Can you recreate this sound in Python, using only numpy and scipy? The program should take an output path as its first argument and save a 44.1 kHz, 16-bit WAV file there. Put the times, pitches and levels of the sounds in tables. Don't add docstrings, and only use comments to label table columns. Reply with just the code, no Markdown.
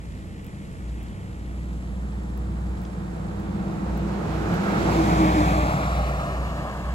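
import sys
import numpy as np
from scipy import signal
from scipy.fft import rfft, irfft, next_fast_len
from scipy.io import wavfile
from scipy.ndimage import uniform_filter1d, map_coordinates

SR = 44100
rng = np.random.default_rng(int(sys.argv[2]) if len(sys.argv) > 2 else 0)


def waveform_to_disk(signal):
    frames = np.transpose(np.atleast_2d(signal))
    scaled = np.clip(frames, -1, 1) * 32767
    samples = np.round(scaled).astype(np.int16)
    wavfile.write(sys.argv[1], SR, samples)


N = 306054
TIME = np.arange(N) / SR

# start_s, level_db (before NOTE_DB)
DIESEL_NOTE_LEVEL = [(0.0, -38), (0.6, -46.5), (0.93, -29), (1.22, -43.5), (1.45, -32), (2.72, -28),
                     (2.82, -34.5), (3.81, -39), (3.92, -28.5), (4.27, -39.5), (4.31, -31), (4.52, -31),
                     (4.62, -45), (4.87, -28), (5.64, -25), (5.74, -33), (6.01, -23), (6.24, -33),
                     (6.4, -28), (6.75, -38.5), (6.9, -25.5), (6.94, -25)]
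# multiple of the crank rate, level_db
DIESEL_ORDERS = [(1.5, -58), (4, -64), (4.6, -46), (5.9, -53), (10.6, -51)]
# pitch_hz, level_db per Hz
RUMBLE_COLOUR = [(18, -36), (30, -8), (42, -1), (60, 3.5), (95, 1), (130, 2), (200, -3), (260, -4),
                 (400, -13.5), (475, -13.5), (600, -19.5), (1200, -54), (3000, -85)]
# pitch_hz, level_db per Hz
CLATTER_COLOUR = [(300, -4), (600, 2), (1100, 1), (1500, -.7), (1850, 4.5), (2600, -6.5), (3350, -11.5),
                  (3900, -10.5), (6000, -21.5), (10000, -61)]
# pitch_hz, level_db per Hz
WHIRR_COLOUR = [(1600, -27), (2000, -5), (2400, 3), (2900, -1), (3400, -2), (3800, -20), (5000, -45)]
# start_s, level_db
WHIRR_LEVEL = [(0, -63.5), (.7, -62), (1.12, -60), (1.38, -65), (2.2, -66), (3.5, -69)]
# pitch_hz (at a firing rate of DIESEL_HZ), level_db (before the swell)
DRONE_TONES = [(137, -52), (157, -45.5), (179, -44), (198, -43), (321, -51), (481, -55.5)]
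# start_s, level_db (gain)
DRONE_SWELL = [(0, -5.5), (1.1, -4.5), (1.8, 0), (2.9, 1.5), (3.9, 9), (4.4, 8), (4.7, 7), (5.2, 9.5),
               (5.7, -4), (6.94, -5)]
# pitch_hz, level_db per Hz
AIR_COLOUR = [(300, -10), (1000, 6), (3000, 2), (5500, -.5), (7700, 3.5), (9000, 3), (10700, -1),
              (12000, -7), (13500, -20), (16000, -32)]
# start_s, level_db (initial gain of the burst)
STONES = [(0.4449, -43), (0.4663, -44), (1.0294, -47), (2.3761, -43), (2.8171, -46), (2.8365, -47),
          (3.3992, -47), (3.5494, -55), (3.9759, -40), (4.5421, -38)]
# pitch_hz, level_db per Hz
SNAP_COLOUR = [(1000, -20), (3500, -2), (8000, -11), (14000, 1)]
# pitch_hz, level_db (relative)
CLINK_TONES = [(2900, 6), (3300, 4), (3700, 1), (4600, 4), (5100, 2), (5500, 2)]
CARRY = {"boom": (-26.5, 0.5, 0.35, -4, 5.5, 9), "engine note": (-29, 3, 0.2, 1.8, 5, 10),
         "engine growl": (-26.3, 5.5, 0.13, 2.5, 5, 7.5), "roar": (-24, 4, 0.16, 4.5, 5.1, 6.5),
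         "rasp": (-37, 9.5, 0, 8.5, 5, 11), "hiss": (-41.9, 11, 0, 7, 5, 12.5)}
# multiple of the crank rate, level_db (relative), extra_db (while alongside)
FIRING_TONES = [(2, -7, 0), (3, -10.5, 1), (4, -5.5, 11), (5, -16, 4)]
# pitch_hz (before Doppler), width_hz, level_db (relative)
BOOM_RESONANCES = [(96.7, 33, -7), (149.1, 13, -2), (169.5, 6.6, -1), (185.2, 8.5, -2), (200, 16.5, -4)]
# pitch_hz, level_db per Hz
GROWL_COLOUR = [(60, -30), (110, -5.5), (240, -2.5), (320, 0), (420, -3), (600, -12.5), (1000, -83)]
# pitch_hz, level_db per Hz
ROAR_COLOUR = [(250, -57), (480, -6.5), (650, 1), (820, 1.5), (1000, -2), (1300, -2.5), (1900, -12.5),
               (2800, -35), (5000, -69)]
# pitch_hz, level_db per Hz
HORN_COLOUR = [(950, -12), (1300, 15), (1650, 12), (2100, 1), (2700, -14), (5000, -38)]
# pitch_hz (before Doppler), level_db (against the
WHINE_TONES = [(626, -12.5), (780, -17), (1177, -18)]
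# pitch_hz, level_db per Hz
RASP_COLOUR = [(1100, -23), (1800, -2), (2300, 1), (3200, -6), (4000, -8.5), (6000, -24.5)]
# pitch_hz, level_db per Hz
HISS_COLOUR = [(2800, -22), (4300, 0), (6000, -1.5), (7600, -1), (9500, -5), (12000, -8.5), (13200, -22),
               (14200, -30), (16000, -34)]
# start_s, lead_ms (of the left microphone)
BEARING = [(0, 0.24), (3.2, 0.36), (4.1, 0.19), (4.6, 0.18), (5.1, 0.34), (5.4, 0.34), (5.75, 0.27),
           (6.2, 0.22), (6.55, 0.16), (6.94, 0.12)]
# pitch_hz, level_db (gain)
ECHO_RESPONSE = [(100, -7.5), (1800, -2.5), (3300, -8), (5000, -20), (9000, -40)]
# pitch_hz, level_db (gain)
SHADOW_RESPONSE = [(200, -2.5), (700, 0), (1400, -3.5), (2400, -5.5), (4000, -3), (8000, -6)]
# pitch_hz, level_db (gain)
FACING_RESPONSE = [(200, 2), (450, -1), (750, 2), (1500, 0.3), (4000, 0), (8000, -2)]
# pitch_hz, level_db (side gain)
WIDTH_RESPONSE = [(60, 0.5), (150, -5), (280, -5), (500, 2.5), (900, 0), (1800, -1), (8000, 0.5)]

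DIESEL_SLOW_HZ, DIESEL_HZ, PICK_UP_S, PICK_UP_WIDTH_S = 58.53, 60.42, 1.1, 0.03
NOTE_DB, NOTE_FLUTTER_DB = -0.2, 1.0
TURN_S, TURN_WIDTH_S = 1.64, 0.22
CLATTER_DB, CLATTER_TURNED_DB, CLATTER_DB_PER_S = -52.5, -2, 0.73
DIESEL_LEAD_MS, DIESEL_TURNED_LEAD_MS = 0.34, 0.22
BUCKLE_S, BUCKLE_T60_S = 2.851, 0.02
SOUND_SPEED_M_S = 343
SPEED_M_S, GAP_M, ABREAST_S = 20, 7, 5.23
OPEN_S, OPEN_WIDTH_S, CLOSE_S, CLOSE_WIDTH_S = 4.79, 0.015, 5.71, 0.072
WHINE_FRONT_DB = -5
BEAM_S, BEAM_WIDTH_S = 4.64, 0.27
CLEAR_S, CLEAR_WIDTH_S = 5.11, 0.18
SCATTER_BEHIND_DB, SCATTER_AHEAD_DB = -1, -18
WAKE_BEHIND_DB, WAKE_AHEAD_DB = 1, -5.5
ECHO_S, ECHO_WIDTH_S = 5.74, 0.12
ECHO_BEHIND, ECHO_AHEAD = 0.029, 0.63
ECHO_MS, ECHO_MS_PER_S = 1.494, 0.19
ECHO_LEAD_MS = 0.1
SHARED_HZ, SHARED_WIDTH_HZ = 6960, 530
SHARED_LAG_S, IN_PHASE_HZ = 0.000225, 7050
TOP_HZ = 15800


def amp(db):
    return 10 ** (np.asarray(db) / 20)


def unit(x):
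    return x / np.sqrt(np.mean(x ** 2) + 1e-20)


def shape(points, hz):
    point_hz, db = np.transpose(points)
    return amp(np.interp(np.log(hz + 1), np.log(point_hz + 1), db))


def curves(rows):
    start_s, *columns = np.transpose(rows)
    return [np.interp(TIME, start_s, column) for column in columns]


def wobble(rate):
    knots = rng.standard_normal(int(N * rate / SR) + 4)
    return map_coordinates(knots, [TIME * rate])


def step(at, width):
    return (1 + np.tanh((TIME - at) / (2 * width))) / 2


def blend(before, after, share):
    return before + (after - before) * share


def filtered(x, response):
    size = next_fast_len(N + SR // 4)
    spectrum = rfft(x, size) * response(np.fft.rfftfreq(size, 1 / SR))
    return irfft(spectrum, size)[..., :N]


def noise(colour, channels=1):
    white = rng.standard_normal((channels, N))
    return unit(filtered(white, lambda hz: shape(colour, hz)))


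def read(x, when):
    return map_coordinates(x, [when * SR], mode="mirror")


def pair(x, lead_ms):
    half_s = lead_ms / 2000
    return np.array([read(x, TIME + half_s), read(x, TIME - half_s)])


def diesel_rate():
    return blend(DIESEL_SLOW_HZ, DIESEL_HZ, step(PICK_UP_S, PICK_UP_WIDTH_S))


def diesel():
    note_db, = curves(DIESEL_NOTE_LEVEL)
    whirr_db, = curves(WHIRR_LEVEL)
    turned = step(TURN_S, TURN_WIDTH_S)
    firing = 2 * np.pi * np.cumsum(diesel_rate()) / SR
    crank = firing / 3
    note_gain = amp(note_db + NOTE_DB + NOTE_FLUTTER_DB * wobble(12))
    note = note_gain * np.sqrt(2) * np.sin(firing)
    orders = 0
    for multiple, db in DIESEL_ORDERS:
        gain = amp(db + 3.2 * wobble(5))
        orders = orders + gain * np.sqrt(2) * np.sin(multiple * crank + 0.81 * wobble(6))
    clatter_db = CLATTER_DB + CLATTER_TURNED_DB * turned + CLATTER_DB_PER_S * TIME
    clatter = amp(clatter_db) * unit(noise(CLATTER_COLOUR)[0] * (1 + 0.29 * np.sin(firing)))
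    whirr = amp(whirr_db + 0.85 * wobble(13)) * noise(WHIRR_COLOUR)[0]
    rumble = amp(-40) * noise(RUMBLE_COLOUR)[0] + amp(-44) * noise(RUMBLE_COLOUR, channels=2)
    lead_ms = blend(DIESEL_LEAD_MS, DIESEL_TURNED_LEAD_MS, turned)
    return pair(note + orders + clatter + whirr, lead_ms) + rumble


def drone(rough, rough_per_khz):
    swell_db, = curves(DRONE_SWELL)
    turns = 2 * np.pi * np.cumsum(diesel_rate() / DIESEL_HZ) / SR
    tones = 0
    for hz, db in DRONE_TONES:
        waver = rough * wobble(5) + rough_per_khz * hz / 1000 * wobble(26)
        tones = tones + amp(db + 2.3 * wobble(8)) * np.sqrt(2) * np.sin(hz * turns + waver)
    return pair(amp(swell_db) * tones, lead_ms=0.54)


def air():
    return amp(-58.5 + 0.45 * wobble(5.64)) * noise(AIR_COLOUR, channels=2)


def gravel(life_s, grit_db, grains_per_s, spread_db):
    blows = 0
    for start_s, db in STONES:
        decay = np.exp(-np.abs(TIME - start_s) / life_s)
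        blows = blows + amp(db) * (TIME >= start_s) * decay
    grain_gain = amp(spread_db * np.minimum(rng.exponential(size=N), 3))
    grains = (rng.random(N) < grains_per_s / SR) * grain_gain
    grit = amp(grit_db) * signal.lfilter([1], [1, -np.exp(-1 / (life_s * SR))], grains)
    grit_colour = [(1000, -13), (3500, 22), (8000, 9), (15000, -25)]  # pitch_hz, level_db per Hz
    return blows * noise(SNAP_COLOUR, channels=2) + grit * noise(grit_colour, channels=2)


def clink(at, db, t60):
    since = np.maximum(TIME - at, 0)
    ring = 0
    for hz, level_db in CLINK_TONES:
        ring = ring + amp(level_db) * np.sin(2 * np.pi * hz * since + 2.6 * wobble(900))
    attack = 1 - np.exp(-since / 0.00046)
    return amp(db - 60 * since / t60) * attack * ring


def emission_time(speed, gap, nearest):
    sent = TIME
    for _ in range(3):
        extra_m = np.hypot(gap, speed * (sent - nearest)) - gap
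        sent = TIME - extra_m / SOUND_SPEED_M_S
    return sent


def carried(abreast_db, fall_db, loss_db_per_m, rear_db, abreast_s, nearest_m):
    along = SPEED_M_S * (TIME - abreast_s)
    distance = np.hypot(along, nearest_m)
    spreading_db = fall_db * np.log2(distance / nearest_m)
    loss_db = loss_db_per_m * (distance - nearest_m)
    return abreast_db - spreading_db - loss_db + rear_db * along / distance


def passing_boom(sent):
    def body(f):
        return sum(amp(db) / (1 + (2 * (f - hz) / width) ** 2) for hz, width, db in BOOM_RESONANCES)

    ring = signal.hilbert(filtered(rng.standard_normal(N), body))
    swell = np.sqrt(np.abs(uniform_filter1d(np.abs(ring) ** 2, size=SR // 4)))
    return unit(read(ring.real / swell, sent))


def passing_engine(sent, growl_db, note_db, crank_hz, rough):
    alongside = step(OPEN_S, OPEN_WIDTH_S) * (1 - step(CLOSE_S, CLOSE_WIDTH_S))
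    phase = 2 * np.pi * crank_hz * sent
    tones = 0
    for multiple, db, extra_db in FIRING_TONES:
        gain = amp(db + extra_db * alongside + 3.2 * wobble(24))
        tones = tones + gain * np.sin(round(multiple) * phase + rough * wobble(32))
    return amp(note_db) * tones + amp(growl_db) * noise(GROWL_COLOUR)[0]


def exhaust_whine(sent, rough, waver_rate):
    front_db = WHINE_FRONT_DB * (1 - step(ABREAST_S, CLEAR_WIDTH_S))
    song = 0
    for hz, db in WHINE_TONES:
        gain = amp(db + front_db + 2.5 * wobble(10))
        song = song + gain * np.sqrt(2) * np.sin(2 * np.pi * hz * sent + rough * wobble(waver_rate))
    return song


def passing_tyres(sent, roar_gain):
    beam = np.exp(-((TIME - BEAM_S) / BEAM_WIDTH_S) ** 2)
    song = exhaust_whine(sent, rough=0.77, waver_rate=22)
    return amp(-2.5) * roar_gain * (noise(ROAR_COLOUR)[0] + song + beam * noise(HORN_COLOUR)[0])


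def trailer_echo(direct, strength):
    late_s = (ECHO_MS + ECHO_MS_PER_S * (TIME - ABREAST_S)) / 1000
    dulled = filtered(direct, lambda hz: shape(ECHO_RESPONSE, hz))
    return strength * read(dulled, TIME - late_s)


def roadside_scatter(roar_gain, growl_db, rasp_gain, clear):
    scattered = roar_gain * noise(ROAR_COLOUR, channels=2)
    scattered = scattered + amp(growl_db + 3.0) * noise(GROWL_COLOUR, channels=2)
    scattered = scattered + amp(5.5) * rasp_gain * noise(RASP_COLOUR, channels=2)
    return amp(blend(SCATTER_BEHIND_DB, SCATTER_AHEAD_DB, clear)) * scattered


def housing(stereo, bend_hz, width_hz, through):
    def bend(f):
        detuning = bend_hz ** 2 - f * f
        return (detuning - 1j * through * f * width_hz) / (detuning + 1j * f * width_hz)

    return np.array([stereo[0], filtered(stereo[1], bend)])


def passing_vehicle():
    level_db = {name: carried(*row) for name, row in CARRY.items()}
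    lead_ms, = curves(BEARING)
    clear = step(CLEAR_S, CLEAR_WIDTH_S)
    sent = emission_time(SPEED_M_S, GAP_M, ABREAST_S)

    growl_db = level_db["engine growl"]
    roar_gain = amp(level_db["roar"] + 0.74 * wobble(18))
    rasp_gain = amp(level_db["rasp"] + 0.94 * wobble(26))
    hiss_gain = amp(level_db["hiss"] + 0.7 * wobble(22))

    boom = amp(level_db["boom"]) * passing_boom(sent)
    engine = passing_engine(sent, growl_db - 2.5, level_db["engine note"], crank_hz=78.9, rough=1.0)
    rasp = amp(-1.1) * rasp_gain * noise(RASP_COLOUR)[0]
    hiss = amp(-6) * hiss_gain * noise(HISS_COLOUR)[0]
    direct = boom + engine + passing_tyres(sent, roar_gain) + rasp + hiss

    strength = blend(ECHO_BEHIND, ECHO_AHEAD, step(ECHO_S, ECHO_WIDTH_S))
    echo = trailer_echo(direct, strength)
    heard = (pair(direct, lead_ms) + pair(echo, ECHO_LEAD_MS)) / np.hypot(1, strength)
    heard = housing(heard, bend_hz=2850, width_hz=730, through=0.55)

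    scattered = roadside_scatter(roar_gain, growl_db, rasp_gain, clear)
    wake_gain = amp(blend(WAKE_BEHIND_DB, WAKE_AHEAD_DB, clear)) * hiss_gain
    left, right = heard + scattered + wake_gain * noise(HISS_COLOUR, channels=2)
    shadowed = filtered(left, lambda hz: shape(SHADOW_RESPONSE, hz))
    facing = filtered(left, lambda hz: shape(FACING_RESPONSE, hz))
    return np.array([blend(shadowed, facing, clear), right])


def scene():
    trailer = diesel() + drone(rough=0.6, rough_per_khz=2.0)
    stones = gravel(life_s=0.0024, grit_db=-64, grains_per_s=50, spread_db=3.5)
    buckle = clink(BUCKLE_S, db=-53, t60=BUCKLE_T60_S)
    return trailer + air() + stones + buckle + passing_vehicle()


def shared_treble(stereo):
    def share(hz):
        return (1 + np.tanh((hz - SHARED_HZ) / SHARED_WIDTH_HZ)) / 2

    def early(hz):
        return np.sqrt(share(hz)) * np.exp(2j * np.pi * SHARED_LAG_S * (hz - IN_PHASE_HZ))

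    own = filtered(stereo[1], lambda hz: np.sqrt(1 - share(hz)))
    return np.array([stereo[0], filtered(stereo[0], early) + own])


def record(dry):
    mid = (dry[0] + dry[1]) / 2
    side = filtered((dry[0] - dry[1]) / 2, lambda hz: shape(WIDTH_RESPONSE, hz))
    stereo = np.array([mid + side, mid - side]) * amp([[-0.2], [0.2]])
    return filtered(shared_treble(stereo), lambda hz: hz < TOP_HZ)


dry = scene()
out = record(dry)
waveform_to_disk(out)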